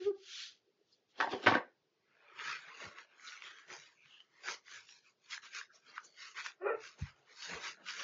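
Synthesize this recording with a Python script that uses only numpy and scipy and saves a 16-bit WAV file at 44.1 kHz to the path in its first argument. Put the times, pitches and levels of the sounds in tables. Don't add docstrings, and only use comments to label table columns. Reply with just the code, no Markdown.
import sys
import numpy as np
from scipy import signal
from scipy.fft import rfft, irfft
from scipy.io import wavfile
from scipy.ndimage import uniform_filter1d

SR = 44100
rng = np.random.default_rng(int(sys.argv[2]) if len(sys.argv) > 2 else 0)


def persist_wave(psi):
    counts = np.round(np.clip(psi, -1, 1) * 32767).astype(np.int16)
    wavfile.write(sys.argv[1], SR, np.atleast_2d(counts).T)


N = 354519
TIME = np.arange(N) / SR


def from_db(db):
    return 10 ** (np.asarray(db) / 20)


def unit_rms(x):
    return x / np.sqrt(np.mean(x ** 2) + 1e-20)


def butter(x, hz, kind, order=2):
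    sections = signal.butter(order, np.clip(hz, 10, .45 * SR), kind, fs=SR, output="sos")
    return signal.sosfilt(sections, x + 1e-18)


def drift(cutoff_hz):
    knots = rng.standard_normal(int(N / SR * 200))
    slow = signal.sosfiltfilt(signal.butter(2, cutoff_hz, fs=200, output="sos"), knots, padtype="even")
    return np.interp(TIME, np.linspace(0, N / SR, len(slow)), unit_rms(slow))


def colour(x, spectrum):
    hz, db = np.transpose(spectrum)
    size = 4096
    grid_hz = np.maximum(np.fft.rfftfreq(size, 1 / SR), 1)
    magnitude = from_db(np.interp(np.log(grid_hz), np.log(hz), db))
    cepstrum = irfft(np.log(magnitude))
    cepstrum[1:size // 2] *= 2
    cepstrum[size // 2 + 1:] = 0
    response = irfft(np.exp(rfft(cepstrum)))
    return signal.fftconvolve(x, response / np.linalg.norm(response))[:len(x)]


def swell(peak_s, length_s, rise_share, roundness):
    away = np.where(TIME < peak_s, (peak_s - TIME) / rise_share, (TIME - peak_s) / (1 - rise_share))
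    away /= length_s
    gain, near = np.zeros(N), away < 2
    gain[near] = from_db(-40 * away[near] ** roundness)
    return gain


def move_envelopes(moves, rise_share, roundness):
    power = 0
    for peak_s, length_s, db, *offsets_db in moves:
        gains = from_db(db + np.array([0, *offsets_db]))
        power = power + np.outer(gains, swell(peak_s, length_s, rise_share, roundness)) ** 2
    return np.sqrt(power)


def noise_decay(t60_s):
    t = TIME[:SR // 2]
    tail = rng.standard_normal(len(t)) * from_db(-60 * t / t60_s)
    return tail / np.linalg.norm(tail)


def room(x, wet_db):
    tail = butter(noise_decay(.22), 2700, "low") + butter(noise_decay(.15), 2200, "high")
    delayed_tail = np.concatenate([np.zeros(int(.004 * SR)), tail])
    return x + from_db(wet_db) * signal.fftconvolve(x, delayed_tail)[:N]


def crinkle(spectrum, per_s, spread_db, flicker_db, wet_db):
    at = np.flatnonzero(rng.random(N) < per_s / SR)
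    sizes = from_db(spread_db * np.minimum(rng.exponential(1, N), 5)[at])
    edges_hz = np.geomspace(900, 8700, 35) - 830
    strengths, facets = rng.standard_normal(N), np.zeros(N)
    for k, (low, high) in enumerate(zip(edges_hz, edges_hz[1:])):
        clicks = np.zeros(N)
        clicks[at] = sizes * strengths[at - k]
        flicker = from_db(flicker_db * 2 * np.tanh(drift(8) / 2))
        facets += butter(clicks, [low, high], "band") * flicker
    return room(colour(facets, spectrum), wet_db)


# (frequency [Hz], relative spectral density [dB])
AIR_SPECTRUM = [(60, -19), (130, -4), (280, -8.5), (390, 0), (520, -6.5), (1500, -15.5), (5000, -15.5),
                (7300, -27.5)]
def room_air():
    return from_db(-84) * unit_rms(colour(rng.standard_normal(N), AIR_SPECTRUM))


# (time [s], pitch [Hz], relative level [dB])
SOFT_CALL = [(0, 369, -53), (.02, 364, -40), (.043, 377, -48.5), (.057, 407, -41), (.071, 407.4, -28),
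             (.087, 415.4, -32), (.098, 398, -47.5), (.11, 372, -32.5), (.124, 403.4, -44.5),
             (.16, 386, -49.5), (.18, 383, -58.5), (.23, 377, -72)]
GRUFF_CALL = [(6.595, 330.5, -73), (6.62, 355.5, -49.5), (6.645, 395, -42.5), (6.655, 419.4, -40),
              (6.675, 459.5, -33.5), (6.72, 462.7, -38.5), (6.738, 477, -45), (6.75, 464, -39.5),
              (6.775, 424, -65)]
# (frequency [Hz], relative gain [dB])
SOFT_TRACT = [(200, -8), (390, 1), (620, -14), (830, -18), (1000, -27), (1240, -24), (1700, -37),
              (2400, -54)]
GRUFF_TRACT = [(200, -52), (270, -14), (340, 6.5), (460, 1.5), (620, 5), (750, 0), (950, -6.5),
               (1120, -2.5), (1380, 1), (1650, -11.5), (1850, -5), (2150, -17.5), (2400, -9), (2850, -22.5),
               (3150, -34.5), (4000, -45)]
def woof(call, tract, jitter, rasp, brightening, wet_db):
    times, hz, db = np.transpose(call)
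    outside_s = np.abs(TIME - np.clip(TIME, times[0], times[-1]))
    level_db = np.interp(TIME, times, db) - 250 * np.minimum(outside_s, 1)
    effort = uniform_filter1d(from_db(level_db), size=int(.007 * SR))
    pitch_hz = np.interp(TIME, times, hz) * (1 + jitter * drift(86.2))
    phase = 2 * np.pi * np.cumsum(pitch_hz) / SR
    overtones = sum(np.cos(k * phase) for k in range(2, 9))
    pulses = (np.cos(phase) + overtones * (effort / effort.max()) ** brightening) / 2
    breath = rasp * unit_rms(butter(rng.standard_normal(N), 2200, "low") * (1 + np.cos(phase)))
    full_voice_rms = np.std(colour((np.cos(phase) + overtones) / 2 + breath, tract))
    return room(colour(pulses + breath, tract) / full_voice_rms * effort, wet_db)


# (frequency [Hz], relative spectral density [dB])
WRAP_SPECTRUM = [(530, -92.5), (900, -36), (924, -31), (1090, -16), (1230, -17.5), (1400, -9), (1970, -10),
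                 (3270, -1.5), (6320, -10.5), (7340, -19), (9540, -57), (16100, -120)]
# (peak time [s], duration [s], crinkle level [dB], hiss re crinkle [dB])
WRAP_SLIDES = [(.048, 0.21, -62.5, -2.5), (.40, 0.48, -58.5, 7), (.93, 0.26, -99, 17.5),
               (1.115, 0.099, -89, 9), (1.18, 0.16, -71.5, -17.5)]
def wrapping_paper():
    grains = crinkle(WRAP_SPECTRUM, per_s=12000, spread_db=3, flicker_db=1.5, wet_db=-10.5)
    bending, sliding = move_envelopes(WRAP_SLIDES, rise_share=.57, roundness=1.84)
    crackle = unit_rms(butter(grains, 2610, "low", order=4))
    hiss = unit_rms(butter(grains, 3300, "high", order=4))
    return crackle * bending + hiss * sliding


# (peak time [s], relative level [dB], resonance [Hz], 1/e half-length [s])
DRAGS = [(0.687, -67, 390, 0.015), (0.807, -68.5, 394, .025), (0.934, -62.5, 4600, 0.013),
         (1.394, -46.5, 405, 0.023), (2.719, -48, 1113, .012), (3.282, -47, 4020, 0.013),
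         (3.468, -52, 3300, 0.049), (4.03, -61.5, 2445, 0.05), (4.149, -56.5, 2960, 0.063),
         (4.484, -40, 1537, 0.027), (5.619, -48, 1710, 0.015), (5.713, -58, 1500, 0.016),
         (5.756, -59, 5700, 0.013), (5.9, -60, 4460, 0.028), (5.98, -45, 1330, 0.011),
         (6.053, -53, 6460, 0.014), (6.416, -55, 1350, 0.016)]
def rubs():
    noise, out = rng.standard_normal(N), np.zeros(N)
    for peak_s, db, hz, half_s in DRAGS:
        resonance = unit_rms(butter(noise, [hz * .905, hz * 1.095], "band"))
        out += from_db(db - 7.5) * np.exp(-((TIME - peak_s) / half_s) ** 2) * resonance
    return out


# (frequency [Hz], relative spectral density [dB])
BAG_SPECTRUM = [(300, 4), (1000, -0.5), (2200, -6), (3300, -2.5), (5000, -9), (7300, -24.5)]
# (peak time [s], duration [s], relative level [dB])
BAG_SQUEEZES = [(1.208, 0.26, -49.5), (1.322, 0.32, -50.5), (1.44, 0.24, -50.5), (1.482, 0.18, -42),
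                (1.55, .08, -49)]
def plastic_bag():
    squeezing = move_envelopes(BAG_SQUEEZES, rise_share=.27, roundness=1)[0]
    grains = unit_rms(crinkle(BAG_SPECTRUM, per_s=2900, spread_db=3, flicker_db=2.5, wet_db=-5.5))
    return from_db(5.5) * butter(squeezing * grains, 300, "high")


def ring(modes, t):
    out = np.zeros(len(t))
    for hz, db, t60_s in modes:
        strength = from_db(db + rng.normal(0, 2.5)) * rng.choice([-1, 1])
        decay = from_db(-60 * t / min(t60_s, .15))
        out += strength * decay * np.sin(2 * np.pi * hz * t)
    return out


# (frequency [Hz], relative level [dB], T60 before the bag's damping [s])
PLASTIC_MODES = [(397.4, -21.5, .19), (606, -14.5, 0.46), (721, -9, .2), (908, -8.5, .2), (990, -12, 0.22),
                 (1113, -5.5, 0.17), (1144, -15.5, 0.36), (1322, -9.5, 0.1), (1523, -8, 0.1),
                 (1590, -14, 0.03), (1737, -17.5, 0.38), (2480, -21.5, 0.16), (2710, -21, .13)]
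WOOD_MODES = [(107, -19, 0.36), (174, -36.5, 0.087), (237, -22, .1), (259, -15, 0.099)]
# (time [s], relative level [dB], band centre [Hz], band spread re centre [ratio], thud offset [dB])
CONTACTS = [(1.2019, -17.5, 1640, 0.16, -20), (1.21, -16, 1700, 0.078, -32), (1.212, -32.5, 380, 0.68, -9),
            (1.224, -22, 910, 0.26, -26), (1.244, -26, 770, 0.17, -41), (1.273, -30, 820, 0.2, -9),
            (1.327, -31, 880, 0.23, -5), (1.332, -24, 363, 0.48, 1.5), (1.347, -31, 350, 0.45, -5),
            (1.462, -18, 2667, 0.93, 0.5), (1.4625, -19.5, 476, 0.34, -9), (1.4691, -12.5, 1730, 0.51, -5),
            (1.4705, -12, 1370, 0.12, -18), (1.473, -22.5, 297, 0.58, -0.5),
            (1.4785, -23.5, 1100, 0.98, -8.5), (1.488, -18, 1120, 0.12, -12), (1.513, -25, 600, 1, -2),
            (1.522, -24.5, 1100, 1.7, 2), (1.5399, -23, 1700, 0.43, 1), (1.552, -17, 1710, 0.2, -23),
            (1.553, -19.5, 560, 0.26, -11.5), (1.5712, -24, 800, 0.4, -14.5)]
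def kit_clatter():
    blows, ringing, t = np.zeros(N), np.zeros(N), TIME[:SR // 2]
    for start_s, db, hz, spread, thud_db in CONTACTS:
        span = slice(int(start_s * SR), int(start_s * SR) + len(t))
        band = [hz / (1 + spread), hz * (1 + spread)]
        rattle = butter(noise_decay(.054), band, "band", order=1)
        snap = butter(noise_decay(.0032), [hz / 2, hz * 3.2], "band", order=1)
        plastic = butter(ring(PLASTIC_MODES, t), band, "band", order=1)
        wood = ring(WOOD_MODES, t)
        blows[span] += from_db(db) * rattle + from_db(db - 12) * snap
        ringing[span] += from_db(db - 10) * plastic + from_db(db + thud_db - 6.5) * wood
    return kit_radiation(blows) + ringing


# (frequency [Hz], relative gain [dB])
CRACK_SPECTRUM = [(40, -52), (60, -29), (110, -7), (170, -6), (260, 3), (370, 1), (740, -1), (1150, -5.5),
                  (1700, -5.5), (2300, -9), (3500, -16), (5000, -20.5), (7300, -34)]
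def kit_radiation(blows):
    return room(from_db(18) * colour(blows, CRACK_SPECTRUM), wet_db=-5.5)


# (peak time [s], level [dB], frequency [Hz], duration [s])
BILLOWS = [(0.065, -52.5, 108, 0.24), (2.49, -67, 150, 0.44), (2.68, -71.5, 157, 0.16),
           (2.85, -60.5, 202, 0.22), (2.868, -57.5, 115, 0.13), (3.79, -75, 140.5, 0.32),
           (4.06, -73, 132, 0.097), (4.78, -79, 113.3, 0.38), (6.74, -63.5, 127.7, 0.35),
           (7.024, -30.5, 98, 0.039), (7.029, -39.5, 140, 0.11), (7.2, -80, 136.6, 0.19),
           (7.52, -56, 174, 0.28), (7.545, -59.5, 82.5, 0.18), (7.68, -71, 154, 0.29),
           (7.83, -71.5, 189, 0.7), (8.0, -70, 193, 0.22)]
def flaps():
    out, flutter_rad = np.zeros(N), .7 * drift(35)
    for peak_s, db, hz, length_s in BILLOWS:
        envelope = from_db(db) * swell(peak_s, length_s, rise_share=.35, roundness=1.05)
        out += envelope * np.sin(2 * np.pi * hz * (TIME - peak_s) + flutter_rad)
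    return room(out, wet_db=-16.5)


# (time [s], relative level [dB], frequency [Hz], 1/e decay time [cycles])
LARGE_CREASES = [(2.3918, -33, 2600, .7), (2.398, -34, 1720, 1.1), (2.6843, -42, 1560, 1.6),
                 (2.8283, -37, 2080, .8), (2.9854, -36, 2300, .9), (3.1967, -46, 2000, 3),
                 (3.288, -36, 3700, .9), (3.3221, -37, 2400, 1), (3.4219, -33, 2450, 1.1),
                 (3.586, -43, 2230, 1), (3.7028, -39, 1900, .7), (3.7277, -37, 2750, .6),
                 (4.0585, -47, 2450, .8), (4.204, -42, 3020, 5), (4.4365, -44, 2300, 1),
                 (4.4788, -31, 2100, .9), (4.4859, -28, 1700, 1.2), (4.6819, -41, 1900, 2),
                 (4.8906, -43, 2800, 1.8), (5.31, -35, 3700, .7), (5.3324, -31, 2170, .8),
                 (5.378, -33.5, 1700, 1.8), (5.4386, -43, 2880, .9), (5.613, -34, 1650, 1.8),
                 (5.98, -26, 1440, 1.2), (6.3686, -36, 2200, 1.5), (6.4623, -25.5, 1900, .6),
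                 (6.8765, -37, 3800, .6), (7.4233, -35, 2600, 1), (7.5006, -32, 2700, .5),
                 (7.5123, -34, 1930, .7), (7.5359, -31, 1540, .6), (7.671, -32, 2740, .7),
                 (7.864, -40, 2150, 2), (7.8878, -32, 2200, .9), (7.9958, -32, 2750, .7),
                 (8.0038, -33, 2500, .7)]
def crease_pops(flurry_per_s=2200):
    out, t = np.zeros(N), TIME[:SR // 50]
    flurry = rng.standard_normal(N) * (rng.random(N) < flurry_per_s / SR)
    for pop_s, db, hz, cycles in LARGE_CREASES:
        clicks = from_db(-20) * flurry * swell(pop_s, length_s=.065, rise_share=.3, roundness=.94)
        clicks[int(pop_s * SR)] += 1
        snap = np.sin(2 * np.pi * hz * t) * np.exp(-t * hz / cycles)
        snap = butter(snap, 900, "high", order=5)
        snap = butter(snap, hz * 2.6, "low")
        out += from_db(db - 3.8) * signal.oaconvolve(clicks, snap / np.abs(snap).max())[:N]
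    return room(out, wet_db=-13)


# (frequency [Hz], relative spectral density [dB])
DRAPE_SPECTRUM = [(60, -44.5), (110, 1), (220, -18.5), (400, -13), (720, -11.5), (1100, -5.5), (1500, 0),
                  (2000, -1), (3000, -6.5), (4500, 0.5), (6700, -1.5), (7300, -12.5)]
# (crinkle level [dB], flicker depth [dB])
FLICKER_BY_LEVEL = [(-65, 4.6), (-47, 2.4)]
# (peak time [s], duration [s], relative crinkle level [dB], hiss offset [dB], flexing offset [dB])
HAND_STROKES = [(2.35, 1, -68, -24, -16), (2.41, 0.18, -50, -23, -23.5), (2.483, 0.39, -45, -9.5, -28),
                (2.69, 0.55, -60, -15, -23), (2.828, 0.35, -54, -5, -14.5), (2.988, 0.2, -59.5, -7, -17.5),
                (3.204, 0.94, -70.5, -14, -17), (3.283, 0.32, -57.5, -2, -31),
                (3.34, 0.22, -55.5, -9.5, -44), (3.465, 0.34, -56.5, -7.5, -25),
                (3.585, 0.27, -62.5, -10, -28), (3.725, 0.19, -55, -3.5, -13),
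                (3.782, 0.49, -64.5, -1.5, -21), (4.112, 0.5, -73, -3.5, -27), (4.415, 0.41, -69, -9, -21),
                (4.494, 0.23, -47, -2, -17), (4.741, 0.3, -57, -2.5, -27), (4.912, 0.28, -71, 7.5, -25.5),
                (5.071, 0.18, -73, -1.5, -43), (5.252, 0.23, -80, 6, -24), (5.331, 0.16, -50.5, 0.5, -34),
                (5.455, 0.14, -59.5, 0, -23.5), (5.569, 0.21, -50, -1.5, -29), (5.759, 0.17, -76, 5, -12.5),
                (5.895, 0.27, -66, -8.5, -18.5), (5.965, 0.14, -58, -13, -34),
                (6.057, 0.31, -85.5, 15.5, 1), (6.24, 0.32, -58, 1, -30.5), (6.388, 0.14, -46.5, -7.5, -28),
                (6.462, 0.17, -49.5, -3, -29.5), (6.86, 0.29, -60, -2.5, -24),
                (7.009, 0.16, -63.5, -1, -7.5), (7.071, 0.19, -58, -12, -25.5),
                (7.199, 0.42, -79.5, -7, -6), (7.311, 0.21, -67, -3, -17.5), (7.45, 0.33, -52, 0, -32.5),
                (7.537, 0.27, -49, -6.5, -11.5), (7.659, 0.23, -46.5, -2, -23),
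                (7.816, 0.22, -70, -19, -7.5), (7.898, 0.17, -48, -1, -31.5), (8.02, 0.47, -49.5, -2, -23)]
def drape():
    bending, sliding, flexing = move_envelopes(HAND_STROKES, rise_share=.44, roundness=1.707)
    flicker_db = np.interp(20 * np.log10(bending + 1e-9), *np.transpose(FLICKER_BY_LEVEL))
    grains = crinkle(DRAPE_SPECTRUM, per_s=6000, spread_db=3.8, flicker_db=flicker_db, wet_db=-6)
    crackle = from_db(1) * unit_rms(butter(grains, [900, 3000], "band", order=4))
    hiss = from_db(-.5) * unit_rms(butter(grains, 2600, "high", order=4))
    low_rustle = from_db(8.5) * unit_rms(butter(butter(grains, [260, 750], "band"), 740, "low"))
    return crackle * bending + hiss * sliding + low_rustle * flexing


def scene():
    paper = drape() + wrapping_paper() + rubs() + crease_pops() + flaps()
    kit = kit_clatter() + plastic_bag()
    soft_woof = woof(SOFT_CALL, SOFT_TRACT, jitter=.008, rasp=.11, brightening=.15, wet_db=-5.5)
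    gruff_woof = woof(GRUFF_CALL, GRUFF_TRACT, jitter=.05, rasp=.66, brightening=.14, wet_db=-2)
    dog = from_db(-4.5) * soft_woof + from_db(-2) * gruff_woof
    return (paper + kit + dog + room_air())[None]


def suppress_noise(x, memory_s=.013):
    frames = signal.stft(x, nperseg=512, noverlap=384)[2]
    power = uniform_filter1d(np.abs(frames) ** 2, size=5, axis=-1)
    narrow = np.abs(uniform_filter1d(power, size=2, axis=-2))
    wide = np.abs(uniform_filter1d(power, size=15, axis=-2))
    retention = np.exp(-128 / (SR * memory_s))
    recent = signal.lfilter([1 - retention], [1, -retention], wide)
    threshold = wide * from_db(-6.5) ** 2 + recent * from_db(-43) ** 2 + from_db(-127) ** 2
    gain = narrow / (narrow + threshold)
    return from_db(4.5) * signal.istft(frames * gain, nperseg=512, noverlap=384)[1][..., :N]


def record(dry):
    without_bass = butter(suppress_noise(dry), 50, "high", order=4)
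    return signal.sosfilt(signal.ellip(10, .2, 70, 7270, fs=SR, output="sos"), without_bass)


dry = scene()
out = record(dry)
persist_wave(out)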